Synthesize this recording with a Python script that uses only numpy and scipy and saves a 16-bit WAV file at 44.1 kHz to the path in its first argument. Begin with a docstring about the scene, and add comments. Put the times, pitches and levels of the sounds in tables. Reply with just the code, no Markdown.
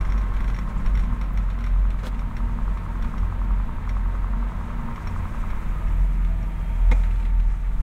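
"""Inside the cab of a heavy diesel truck on a wet, rough forest track.
The cab booms with the crankshaft, gears whine, and the engine clatters, one injector knocking each
cycle until the throttle eases. The road roars and the wet tyres hiss. Bumps shake a loose metal
fitting and the cab trim, and something wet swishes over the body. Near the end come a faint squeal
in a bend and the clunk of one pothole."""
import sys
import numpy as np
from scipy import signal
from scipy.fft import rfft, irfft
from scipy.io import wavfile

SR = 44100
rng = np.random.default_rng(int(sys.argv[2]) if len(sys.argv) > 2 else 0)


def store_pcm(level_fs):
    """Save levels as 16-bit WAV."""
    pcm = np.round(np.clip(level_fs, -1, 1) * 32767).astype(np.int16)
    wavfile.write(sys.argv[1], SR, np.atleast_2d(pcm).T)


N = 344851
T = np.arange(N) / SR

# Each row: time in seconds, engine cycles per second (a cycle is two turns of the crankshaft).
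ENGINE_SPEED = [(0.0, 11.33), (0.8, 11.153), (1.6, 10.989), (2.2, 10.876), (3.0, 10.855), (3.6, 10.875),
                (4.2, 10.871), (4.9, 10.898), (5.3, 10.86), (5.7, 10.575), (6.1, 10.327), (6.5, 10.42),
                (7.0, 10.34), (7.4, 10.24), (7.82, 10.2)]
# The injector knock follows how hard the engine works. Each row: time in seconds, level in dB.
KNOCK_LEVELS = [(0, -29.5), (1, -31), (1.4, -33), (2, -31.5), (2.4, -28.2), (2.85, -27.2), (3.2, -26.7),
                (3.75, -27.7), (4.2, -26.4), (5.1, -26.1), (5.35, -25.8), (5.55, -25.6), (5.65, -33),
                (5.85, -34), (6.1, -40), (6.6, -44), (7.82, -51)]
# The body shakes on its springs and the road roars through the cab panels.
# Each row: time in seconds, shake level in dB, roar level in dB.
SHAKE_AND_ROAR = [(0, -29.5, -36), (1.1, -25, -35.5), (1.5, -37, -38.5), (2, -32, -38), (3.1, -31, -37.5),
                  (3.5, -29.5, -35.5), (4.15, -32.5, -40), (4.85, -30, -37), (5.7, -24.5, -38),
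                  (6.1, -37, -35.5), (7.2, -36.5, -38.5), (7.82, -22, -39.5)]
# Engine clatter and tyre spray. Each row: time in seconds, then the relative level of each in dB.
CLATTER_AND_SPRAY = [(0, -41, -54), (.6, -42.5, -55), (1.1, -43, -55.5), (1.8, -46, -59.5),
                     (2.3, -45.5, -56), (3.1, -43, -56), (3.7, -45, -58.5), (4.4, -43.5, -56.5),
                     (4.9, -42, -54.5), (5.4, -43, -52.5), (5.8, -43.5, -57.5), (6.2, -47, -57.5),
                     (6.7, -45.5, -60), (7, -44.5, -50.5), (7.3, -50.5, -56), (7.82, -48.5, -56)]


def gain_of(db):
    """Turns decibels (dB) into a number to multiply a sound by."""
    return 10 ** (np.asarray(db) / 20)


def evened(x):
    """Scales a signal so that its average strength (rms) is 1."""
    return x / np.sqrt(np.mean(x ** 2) + 1e-20)


def curve(rows, column=1):
    """Joins the points of a time table with straight lines, giving a value for every sample."""
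    rows = np.asarray(rows)
    return np.interp(T, rows[:, 0], rows[:, column])


def add(mix, start, sound):
    """Adds a sound to the mix at a start time in seconds."""
    part = mix[max(round(start * SR), 0):][:len(sound)]
    part += sound[:len(part)]


def coloured(x, colour, size=16384):
    """Filters a sound by a colour: a table of how strong each frequency is next to the others."""
    hz, db = np.transpose(colour)
    log_gain = np.log(gain_of(np.interp(np.log(np.fft.rfftfreq(size, 1 / SR) + 1), np.log(hz), db)))
    cepstrum = irfft(log_gain)
    cepstrum[1:size // 2] *= 2  # folded in half, so the filter rings only after a hit
    cepstrum[size // 2 + 1:] = 0
    response = irfft(np.exp(rfft(cepstrum)))
    return signal.oaconvolve(x, response / np.linalg.norm(response))[:len(x)]


def noise(colour):
    """Steady noise of strength 1 in the given colour."""
    return evened(coloured(rng.standard_normal(N + SR), colour)[SR:])


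def wander(rate):
    """A smooth random wobble of strength 1, moving up to about `rate` times a second."""
    hz = np.fft.rfftfreq(2 ** 19, 1 / SR)[:2 ** 14]
    spectrum = np.exp(2j * np.pi * rng.random(len(hz)) - np.minimum(hz / rate, 10) ** 2)
    return evened(irfft(spectrum, 2 ** 19)[:N])


def whistle(hz, width_hz, purity):
    """A tone that follows the pitch curve hz; the lower its purity (0 to 1), the more noise blurs it."""
    pole = np.exp(-np.pi * width_hz / SR)
    blur = rng.standard_normal(N) + 1j * rng.standard_normal(N)
    for _ in range(2):
        blur = signal.lfilter([1 - pole], [1, -pole], blur)
    strength = purity + (1 - purity) * blur / np.std(blur)
    return evened((strength * np.exp(2j * np.pi * np.cumsum(hz) / SR)).real)


def burst(t60, tail_db, tail_t60):
    """The noise of a blow, then the cab's short tail. A t60 is the seconds taken to fade by 60 dB."""
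    t = np.arange(SR // 4) / SR
    return rng.standard_normal(len(t)) * (gain_of(-60 * t / t60) + gain_of(tail_db - 60 * t / tail_t60))


def cab_echo(x, echo_db, t60):
    """A sound plus its quick echoes off the glass and steel of the cab."""
    t = np.arange(SR // 5) / SR
    tail = rng.standard_normal(len(t)) * gain_of(-60 * t / t60) * (t > .003)
    return x + gain_of(echo_db) * signal.oaconvolve(x, tail / np.linalg.norm(tail))[:N]


def load_db():
    """How hard the engine works: 0 dB at its hardest, falling below that as the throttle eases."""
    return curve(KNOCK_LEVELS) - np.max(curve(KNOCK_LEVELS))


def engine_hum(cycles):
    """The cab's boom, the exhaust note and a higher drone, all swelling and sinking with the ride."""
    # Boom, exhaust note and the octave above that note. Each row: time in seconds, relative level in dB.
    boom_levels = [(0, -26), (.19, -24), (.4, -27.5), (.5, -25.5), (.76, -32), (.98, -20), (1.12, -28),
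                   (1.22, -24), (1.32, -27), (1.43, -17), (1.58, -26), (1.78, -18), (2.08, -24.5),
                   (2.31, -33), (2.45, -22.5), (2.58, -28), (2.7, -21), (2.9, -33.5), (3.02, -24),
                   (3.11, -37), (3.2, -24.5), (3.44, -24.5), (3.57, -16.5), (3.74, -49), (3.9, -23),
                   (4.05, -25), (4.36, -24), (4.58, -32), (4.74, -29.5), (4.9, -39), (5.7, -29.5),
                   (6, -18.5), (6.12, -23), (6.23, -19.5), (6.5, -28.5), (6.72, -27), (6.8, -19),
                   (6.9, -15.5), (7.18, -23.5), (7.42, -18), (7.62, -25), (7.82, -24.5)]
    exhaust_levels = [(0, -38), (.57, -39.5), (3.13, -38.5), (3.24, -27.5), (3.59, -36.5), (4.27, -36),
                      (4.42, -52), (4.64, -37.5), (4.85, -48.5), (5.25, -29), (5.34, -57), (5.46, -33),
                      (5.64, -43), (5.97, -28), (6.1, -50), (6.32, -31), (6.49, -52), (6.84, -30.5),
                      (7.38, -40), (7.82, -37.5)]
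    octave_levels = [(0, -46), (.4, -45), (.75, -41.5), (1.03, -41), (1.4, -44.5), (2.3, -50.5),
                     (2.7, -43.5), (3.03, -48), (3.17, -37), (3.4, -45.5), (4.1, -52), (4.5, -46),
                     (5.1, -47.5), (5.6, -47), (6, -39), (6.14, -48), (6.27, -39), (6.4, -43), (6.53, -40),
                     (6.7, -44), (7.2, -47.5), (7.5, -51.5), (7.82, -41)]
    # The tones of the drone. Each row: vibrations per engine cycle, relative level in dB.
    drone_tones = [(10, -7.5), (11, -6), (13, -5.5), (14, -3), (15, -9), (18, -3.5), (19, 1), (21, -3.5),
                   (22, -21), (23, -11.5), (24, -11.5), (29, -18), (30, -13.5), (31, -14)]
    angle = 2 * np.pi * cycles
    throb = 1 + .24 * gain_of(.4 * load_db()) * wander(11)  # jolts; steadier off the throttle
    cab_air = evened(np.sin(4.11 * angle + .36 * wander(6.8)))  # rings about four times a cycle
    boom = gain_of(curve(boom_levels) + 1.03) * throb * cab_air
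    exhaust = np.zeros(N)
    for levels, multiple, wobble in (exhaust_levels, 8, .28), (octave_levels, 16, .25):
        tone = (1 + wobble * wander(9)) * np.sin(multiple * angle + .5 * wander(6))  # 8 firings a cycle
        exhaust += gain_of(curve(levels)) * evened(tone)
    sways = [wander(5.5) for _ in range(6)]
    brightness = gain_of(.33 * load_db())  # the top tones fade as the throttle eases
    drone = np.zeros(N)
    for multiple, db in drone_tones:
        swell, drift = (np.roll(sways[i], rng.integers(N)) for i in rng.permutation(len(sways))[:2])
        phase = multiple * angle + .5 * drift + 2 * np.pi * rng.random()
        tone = gain_of(db) * (1 + .55 * swell) * np.sin(phase)
        drone += tone * brightness if multiple > 17 else tone
    drone_db = curve(SHAKE_AND_ROAR, column=2) - 5  # just under the road roar
    return boom + exhaust + gain_of(drone_db) * evened(drone)


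def roof_panel():
    """The engine makes the roof hum, at a pitch that follows its speed."""
    # Each row: time in seconds, level in dB.
    levels = [(0, -46), (1, -50.5), (1.15, -39.5), (1.39, -55.5), (1.61, -43.5), (1.91, -53.5), (2.28, -42),
              (2.57, -38.5), (2.68, -61), (3.05, -39), (3.2, -48), (3.7, -45), (4.2, -51), (4.4, -38.5),
              (4.5, -47), (4.88, -37), (5.07, -49.5), (5.49, -46), (5.6, -51), (6.05, -51), (7.82, -53.5)]
    speed = curve(ENGINE_SPEED)
    hz = 232.3 * speed / np.median(speed)
    return gain_of(curve(levels)) * whistle(hz, width_hz=35, purity=.76)


def engine_clatter(cycles):
    """Injectors and valves tap the same round every cycle; one injector knocks far louder under load."""
    # Each row: place in the cycle from 0 to 1, relative level of the tap in dB.
    tap_round = [(0.041, -5.5), (.088, 11.5), (.166, 8), (0.196, 6.5), (.232, 5), (.272, 10.5),
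                 (.303, 12.5), (.382, 5.5), (.406, 11.5), (.453, 10.5), (.476, 10), (0.537, 0), (.6, 7),
                 (0.646, -0.5), (.69, 7), (.742, 12.5), (.81, 3.5), (.892, 12.5), (0.966, 12.5)]
    # Taps heard through the cab wall, and the dense wash of the other engine parts.
    # Each row: frequency in Hz, relative level in dB.
    tap_colour = [(200, -23.5), (450, -5.5), (600, -3), (800, -12), (930, 5), (1060, 6.5), (1280, -2),
                  (1430, -8.5), (1550, 1.5), (1750, -13.5), (2050, -5.5), (2600, -33), (3500, -42),
                  (6000, -44)]
    wash_colour = [(150, -21), (330, -2.5), (520, -0.5), (800, -2), (930, 1), (1100, -11.5), (1280, 3.5),
                   (1450, -6), (1750, -6), (2300, -13), (2850, -17.5), (3800, -22), (4900, -29.5),
                   (9000, -45)]
    cycle_numbers = np.arange(-1, int(cycles[-1]) + 1)
    taps, kicks = np.zeros(N), np.zeros(N)
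    for place, db in tap_round:
        timing, size = rng.standard_normal((2, len(cycle_numbers)))
        at = np.searchsorted(cycles, cycle_numbers + place + .0021 * timing)
        heard = (at > 0) & (at < N)
        taps[at[heard]] += gain_of(db + .32 * size[heard])
    level_db = curve(CLATTER_AND_SPRAY)
    taps = coloured(evened(taps) * gain_of(level_db - 3.5 + .49 * load_db()), tap_colour)
    # Each knock rings the engine block for a few swings, with a little dry noise on top.
    knock_hz, rise_s = 1120, .0016
    at = np.searchsorted(cycles, cycle_numbers[1:])
    kicks[at] = gain_of(curve(KNOCK_LEVELS)[at] + .5 * rng.standard_normal(len(at)))
    t = np.arange(SR // 100) / SR
    swell = (t / rise_s * np.exp(1 - t / rise_s)) ** 4
    contact = .15 * signal.oaconvolve(kicks, swell)[:N] * noise(tap_colour)
    block_ring = signal.oaconvolve(kicks, swell * np.sin(2 * np.pi * knock_hz * t))[:N]
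    flicker = 1 + .057 * wander(31)
    taps = cab_echo(taps, echo_db=-7.5, t60=.12)
    wash = gain_of(level_db - 3) * evened(flicker * noise(wash_colour))
    return contact + block_ring + taps + wash


def gear_whines():
    """The gearbox and axles whine, sinking in pitch as the truck slows."""
    # One list for each whine. Each row: time in seconds, pitch in Hz, level in dB.
    whines = [
        [(0, 1072, -49), (1.1, 1061, -53.5), (1.6, 1050, -55), (2.1, 1025, -71)],
        [(1.5, 926, -64), (2.3, 924.6, -53), (4, 928, -53), (5.5, 933, -51), (6.1, 912, -63), (6.5, 918, -59),
         (6.72, 922, -51), (7.15, 911, -51.5), (7.55, 902, -57), (7.82, 900, -56)],
        [(5.3, 1245, -86), (5.78, 1235, -49.5), (6.08, 1205, -66), (6.22, 1222, -54), (6.35, 1195, -60),
         (6.65, 1192, -57), (7, 1172, -62), (7.5, 1161, -60.5), (7.82, 1158, -58)],
        [(5.4, 1000, -80), (5.75, 990, -55), (6.15, 960, -56), (6.55, 955, -62), (7, 948, -65)],
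        [(5.6, 663.5, -69), (5.85, 660, -56.5), (6.05, 668, -62), (6.22, 665, -66), (6.32, 662, -50.5),
         (6.45, 660, -54), (6.55, 657, -57.5), (6.85, 652, -54.5), (7.2, 648, -65), (7.82, 636, -70)],
        [(5.3, 330, -63), (5.9, 323, -53.5), (6.6, 321, -62), (7.1, 315, -65), (7.82, 309, -64)],
    ]
    # One number for each whine: its share of clean tone at full load, from 0 to 1.
    purities = [.64, .54, .56, .52, .64, .5]
    clearing = -.007 * load_db()  # the tones grow cleaner as the throttle eases
    out = np.zeros(N)
    for rows, purity in zip(whines, purities):
        sounding = (T >= rows[0][0]) & (T <= rows[-1][0])
        tone = whistle(curve(rows), width_hz=60, purity=purity + clearing)
        out += sounding * gain_of(curve(rows, column=2)) * tone
    return out


def wet_road():
    """Body shake and road roar jolt together, while the tyres crunch wet grit and throw up spray."""
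    # The colour of each noise. Each row: frequency in Hz, relative level in dB.
    shake_colour = [(10, -41.5), (17, 12.5), (28, 13), (37, 9), (55, 2), (90, -56), (200, -91)]
    roar_colour = [(20, -16.5), (45, -9), (58, 8.5), (72, -2.5), (100, 2.5), (140, -2), (190, -7),
                   (245, -11.5), (290, -15), (370, -34.5), (600, -52.5), (1500, -48), (8000, -70)]
    grit_colour = [(250, 2), (600, 0.5), (1200, 1), (1700, -1.5), (2350, -2.5), (2900, -11), (3900, -14.5),
                   (4900, -30), (8000, -46.5)]
    spray_colour = [(2500, -16), (5000, 10.5), (6300, 13), (8300, 11), (10300, 4.5), (11500, -27),
                    (12900, -16), (14500, -29), (15700, -30)]
    jolts = wander(6.2)
    shake = gain_of(curve(SHAKE_AND_ROAR) + 1.2 * jolts) * noise(shake_colour)
    roar = gain_of(curve(SHAKE_AND_ROAR, column=2) + 1.25 * jolts) * noise(roar_colour)
    grit = gain_of(-50.5 + wander(39)) * noise(grit_colour)
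    spray = gain_of(curve(CLATTER_AND_SPRAY, column=2) - 14 + 2.8 * wander(22)) * noise(spray_colour)
    return shake + roar + grit + spray


def mist():
    """Fine mist and rain hiss on the glass."""
    # Each row: time in seconds, level in dB.
    levels = [(0, -64.5), (1.8, -67), (3, -65), (4.5, -66), (5.2, -62.5), (5.8, -61), (6.3, -63.5),
              (7, -61), (7.45, -67.5), (7.82, -64)]
    # Each row: frequency in Hz, relative level in dB.
    colour = [(2000, 2.5), (5000, -6), (6500, 2.5), (8500, 2), (11000, -.5), (12800, 2.5), (14500, -3.5),
              (15700, 0.5)]
    return gain_of(curve(levels) + .5 * wander(30)) * noise(colour)


def loose_fitting():
    """A loose metal fitting hops: each landing is a dry knock, a click and a slightly different ring."""
    # Each row: start in seconds, relative knock level in dB, relative ring level in dB.
    hops = [(0.01, -46, -52), (0.05, -48, -57), (0.069, -51, -63), (0.1, -50, -51), (0.122, -47, -50),
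            (0.178, -48, -47.5), (0.213, -48, -62), (.236, -55, -64), (.339, -48, -63), (0.365, -43.5, -65),
            (0.405, -44, -58), (0.443, -47, -56), (0.478, -44, -48), (0.5, -44.5, -59), (0.545, -48, -50.5),
            (0.564, -47, -51), (0.587, -43.5, -54), (0.801, -51, -59), (0.861, -42, -52), (0.952, -44, -52),
            (0.974, -42, -53), (0.994, -43, -50.5), (1.035, -49, -62), (1.052, -61, -64),
            (1.213, -42.5, -53.5), (1.238, -56, -59), (1.374, -42.5, -52), (1.501, -44, -54),
            (1.588, -49, -63), (1.607, -47, -62), (1.64, -43, -57), (1.664, -43.5, -59), (1.681, -57, -62),
            (1.904, -44, -63), (2.192, -46.5, -58), (2.367, -43, -54), (2.774, -49, -54.5),
            (3.024, -43.5, -56), (3.18, -48, -58), (3.892, -42.5, -50), (4.959, -47, -56),
            (5.072, -45.5, -47), (5.503, -46.5, -57), (5.883, -56, -62), (6.248, -48, -69),
            (6.429, -56, -63)]
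    # The metal's own tones. Each row: pitch in Hz, relative level in dB, seconds to fade by 60 dB.
    metal_tones = [(2080, 16, 0.022), (2230, 12, 0.021), (3100, -5.5, .035), (3480, -7, 0.035),
                   (4010, -11, 0.041), (4450, -18, .03), (5550, -7, 0.12), (5523, 1.5, 0.037),
                   (5610, 1, 0.028), (6360, -5, 0.054), (7330, -19, 0.036), (10000, -21, .035),
                   (11800, -16, .03), (13720, -12, 0.036)]
    # Each row: frequency in Hz, relative level in dB.
    knock_colour = [(700, -6), (1500, 6), (1800, 1.5), (2100, 2), (2400, 3), (2800, -7.5), (3500, -4),
                    (4200, -9), (4900, -21), (6300, -17), (9000, -23), (13500, -26), (15700, -42)]
    t = np.arange(SR // 4) / SR
    attack = 1 - np.exp(-t / .0009)
    rings, knocks = np.zeros(N), np.zeros(N)
    for start, knock_db, ring_db in hops:
        for hz, db, t60 in metal_tones:
            extra_db, detune, stretch = rng.standard_normal(3) * (1.6, .005, .14)
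            fade = gain_of(ring_db + db + extra_db - 60 * t / (t60 * np.exp(stretch)))
            add(rings, start, fade * attack * np.sin(2 * np.pi * hz * (1 + detune) * t))
        add(knocks, start, gain_of(knock_db - 1) * burst(t60=.084, tail_db=-9.5, tail_t60=.28))
        add(knocks, start + .0015, gain_of(knock_db + 21) * np.ones(1))  # it clicks into its seat
    chatter = 1 + .55 * wander(170)  # it buzzes against the seat while it rings
    return rings * chatter + coloured(knocks, knock_colour)


def pings():
    """Tiny hard touches, perhaps grit on the bodywork, each ringing around one high pitch."""
    # Each row: start in seconds, pitch in Hz, level in dB.
    touches = [(.776, 7300, -55), (1.127, 11200, -61), (1.331, 14500, -57)]
    t60 = .06
    t = np.arange(SR // 8) / SR
    out = np.zeros(N)
    for start, hz, db in touches:
        band = signal.butter(2, [hz * .95, hz * 1.05], "band", fs=SR)
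        ring = evened(signal.lfilter(*band, rng.standard_normal(len(t))))
        add(out, start, gain_of(db - 60 * t / t60) * ring)
    return out


def trim_rattles():
    """Bumps shake short, dry rattles out of the cab trim."""
    # Each row: start in seconds, level in dB.
    rattles = [(1.989, -44), (2.144, -48), (3.045, -45), (6.965, -53), (6.995, -51), (7.035, -41.5),
               (7.11, -46), (7.158, -47), (7.199, -48), (7.226, -46), (7.252, -43.5), (7.399, -45.5),
               (7.501, -50)]
    # Each row: frequency in Hz, relative level in dB.
    colour = [(300, -5), (1400, 1), (2000, 5), (2400, 3.5), (2900, -5), (4000, -7.5), (5000, -20),
              (7500, -19), (12000, -28), (16000, -37)]
    out = np.zeros(N)
    for start, db in rattles:
        add(out, start, gain_of(db) * burst(t60=.047, tail_db=-8, tail_t60=.3))
    return coloured(out, colour)


def wet_swish():
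    """Something wet spatters over the cab, brightening up to one sharp slap while a body panel hums."""
    # Each row of both: frequency in Hz, relative level in dB.
    spatter_colour = [(200, 7), (380, 5), (560, 4), (700, -1), (950, 0), (1300, 3), (2400, -7),
                      (3500, -4.5), (4800, -12), (8000, -14), (14000, -22), (15700, -22)]
    slap_colour = [(500, 12), (2500, -7), (3450, 6), (4600, -6), (8000, -17), (15700, -18)]
    start_s, slap_s, release_s = 2.028, 2.0695, 2.08
    attack_s, t60 = .0031, .064
    attack = np.clip((T - start_s) / attack_s, 0, 1)
    envelope = attack * gain_of(-60 * np.clip((T - release_s) / t60, 0, 2))
    grains = evened(gain_of(2.5 * wander(2500)) * rng.standard_normal(N))
    bright = coloured(envelope * grains, spatter_colour)
    dull = signal.lfilter(*signal.butter(1, 3500, fs=SR), bright)
    brightness = np.clip((T - start_s) / (slap_s - start_s), 0, 1)
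    spatter = gain_of(-39) * (dull + brightness * (bright - dull))
    panel = gain_of(-44.5) * envelope * whistle(hz=np.full(N, 510), width_hz=200, purity=.55)
    slap = np.zeros(N)
    add(slap, slap_s - .001, gain_of(-30.5) * burst(t60=.012, tail_db=-30, tail_t60=.05))
    return spatter + panel + coloured(slap, slap_colour)


def tyre_scrub():
    """The tyres rub over wet grit through the bend."""
    # Each row: time in seconds, level in dB.
    levels = [(4.3, -73), (5, -57), (5.7, -54.5), (6.3, -58.5), (7.05, -55), (7.35, -65), (7.82, -69)]
    # Each row: frequency in Hz, relative level in dB.
    colour = [(500, -28), (1600, -7.5), (2000, -1.5), (2400, -1), (2900, -13.5), (5000, -33), (10000, -55)]
    return gain_of(curve(levels) + 1.3 * wander(40)) * noise(colour)


def squeal():
    """One faint, thin tone with a trembling pitch, perhaps a dragging brake."""
    # Each row: time in seconds, pitch in Hz, level in dB.
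    path = [(6.33, 3215, -82), (6.44, 3260, -73), (6.66, 3200, -65), (6.83, 3238, -68), (6.95, 3250, -80)]
    hz = curve(path) * (1 + .005 * wander(45))
    tone = evened(np.sin(2 * np.pi * np.cumsum(hz) / SR))
    sounding = (T >= path[0][0]) & (T <= path[-1][0])
    return sounding * gain_of(curve(path, column=2)) * tone


def pothole():
    """A pothole gives a crack and a tight cluster of blows; each thuds and rings the body panels."""
    # Each row: start in seconds, relative level in dB.
    blows = [(6.9136, -24.5), (6.9162, -21.5), (6.9192, -23), (6.9235, -27), (6.9305, -29.5)]
    # Each row: pitch in Hz, relative level in dB, seconds to fade by 60 dB.
    panel_tones = [(167, -12, .14), (269, -2.5, 0.1), (426, -4, 0.049), (515, -13, 0.051), (710, -7, .04),
                   (846, -12, .15), (1383, -2, 0.035), (1930, -4, 0.04), (2160, 0.5, 0.074),
                   (2420, -18, 0.29), (3440, -16, 0.035), (3800, -11, 0.025), (6660, -28, .07),
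                   (7260, -31, .09)]
    # Each row: frequency in Hz, relative level in dB.
    thud_colour = [(120, 8), (220, 17), (330, -4), (480, 9), (750, 3), (1050, 0.5), (1330, -6), (1600, -5),
                   (2100, 4), (2450, -4), (2950, -17), (3550, -12.5), (4700, -23), (6500, -14.5),
                   (9000, -32), (15000, -45)]
    t = np.arange(SR // 3) / SR
    thuds, rings, crack = np.zeros((3, N))
    for start, db in blows:
        add(thuds, start, gain_of(db - 2.5) * burst(t60=.04, tail_db=-22, tail_t60=.3))
        for hz, tone_db, t60 in panel_tones:
            fade = gain_of(db - 11.5 + tone_db - 60 * t / t60)
            add(rings, start, fade * np.sin(2 * np.pi * (hz * t + rng.random())))
    add(crack, blows[0][0], gain_of(-42) * burst(t60=.0089, tail_db=-30, tail_t60=.05))
    return crack + coloured(thuds, thud_colour) + rings


def scene():
    """Mixes engine, road and bumps into one channel. 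A running count of cycles times the engine."""
    first_knock_s = .0545
    cycles = np.cumsum(curve(ENGINE_SPEED)) / SR
    cycles -= np.interp(first_knock_s, T, cycles)
    engine = engine_hum(cycles) + roof_panel() + engine_clatter(cycles) + gear_whines()
    road = wet_road() + mist() + tyre_scrub()
    events = loose_fitting() + pings() + trim_rattles() + pothole() + wet_swish() + squeal()
    return (engine + road + events)[None]


def record(dry):
    """Fades both ends quickly and cuts off the very highest treble."""
    fade_s, cutoff_hz = .012, 15720
    fade = np.sin(np.pi / 2 * np.clip(np.minimum(T, T[-1] - T) / fade_s, 0, 1)) ** 2
    low_pass = signal.firwin(1023, cutoff_hz, window=("kaiser", 9), fs=SR)
    return signal.oaconvolve(dry * fade, low_pass[None], "same")


dry = scene()
out = record(dry)
store_pcm(out)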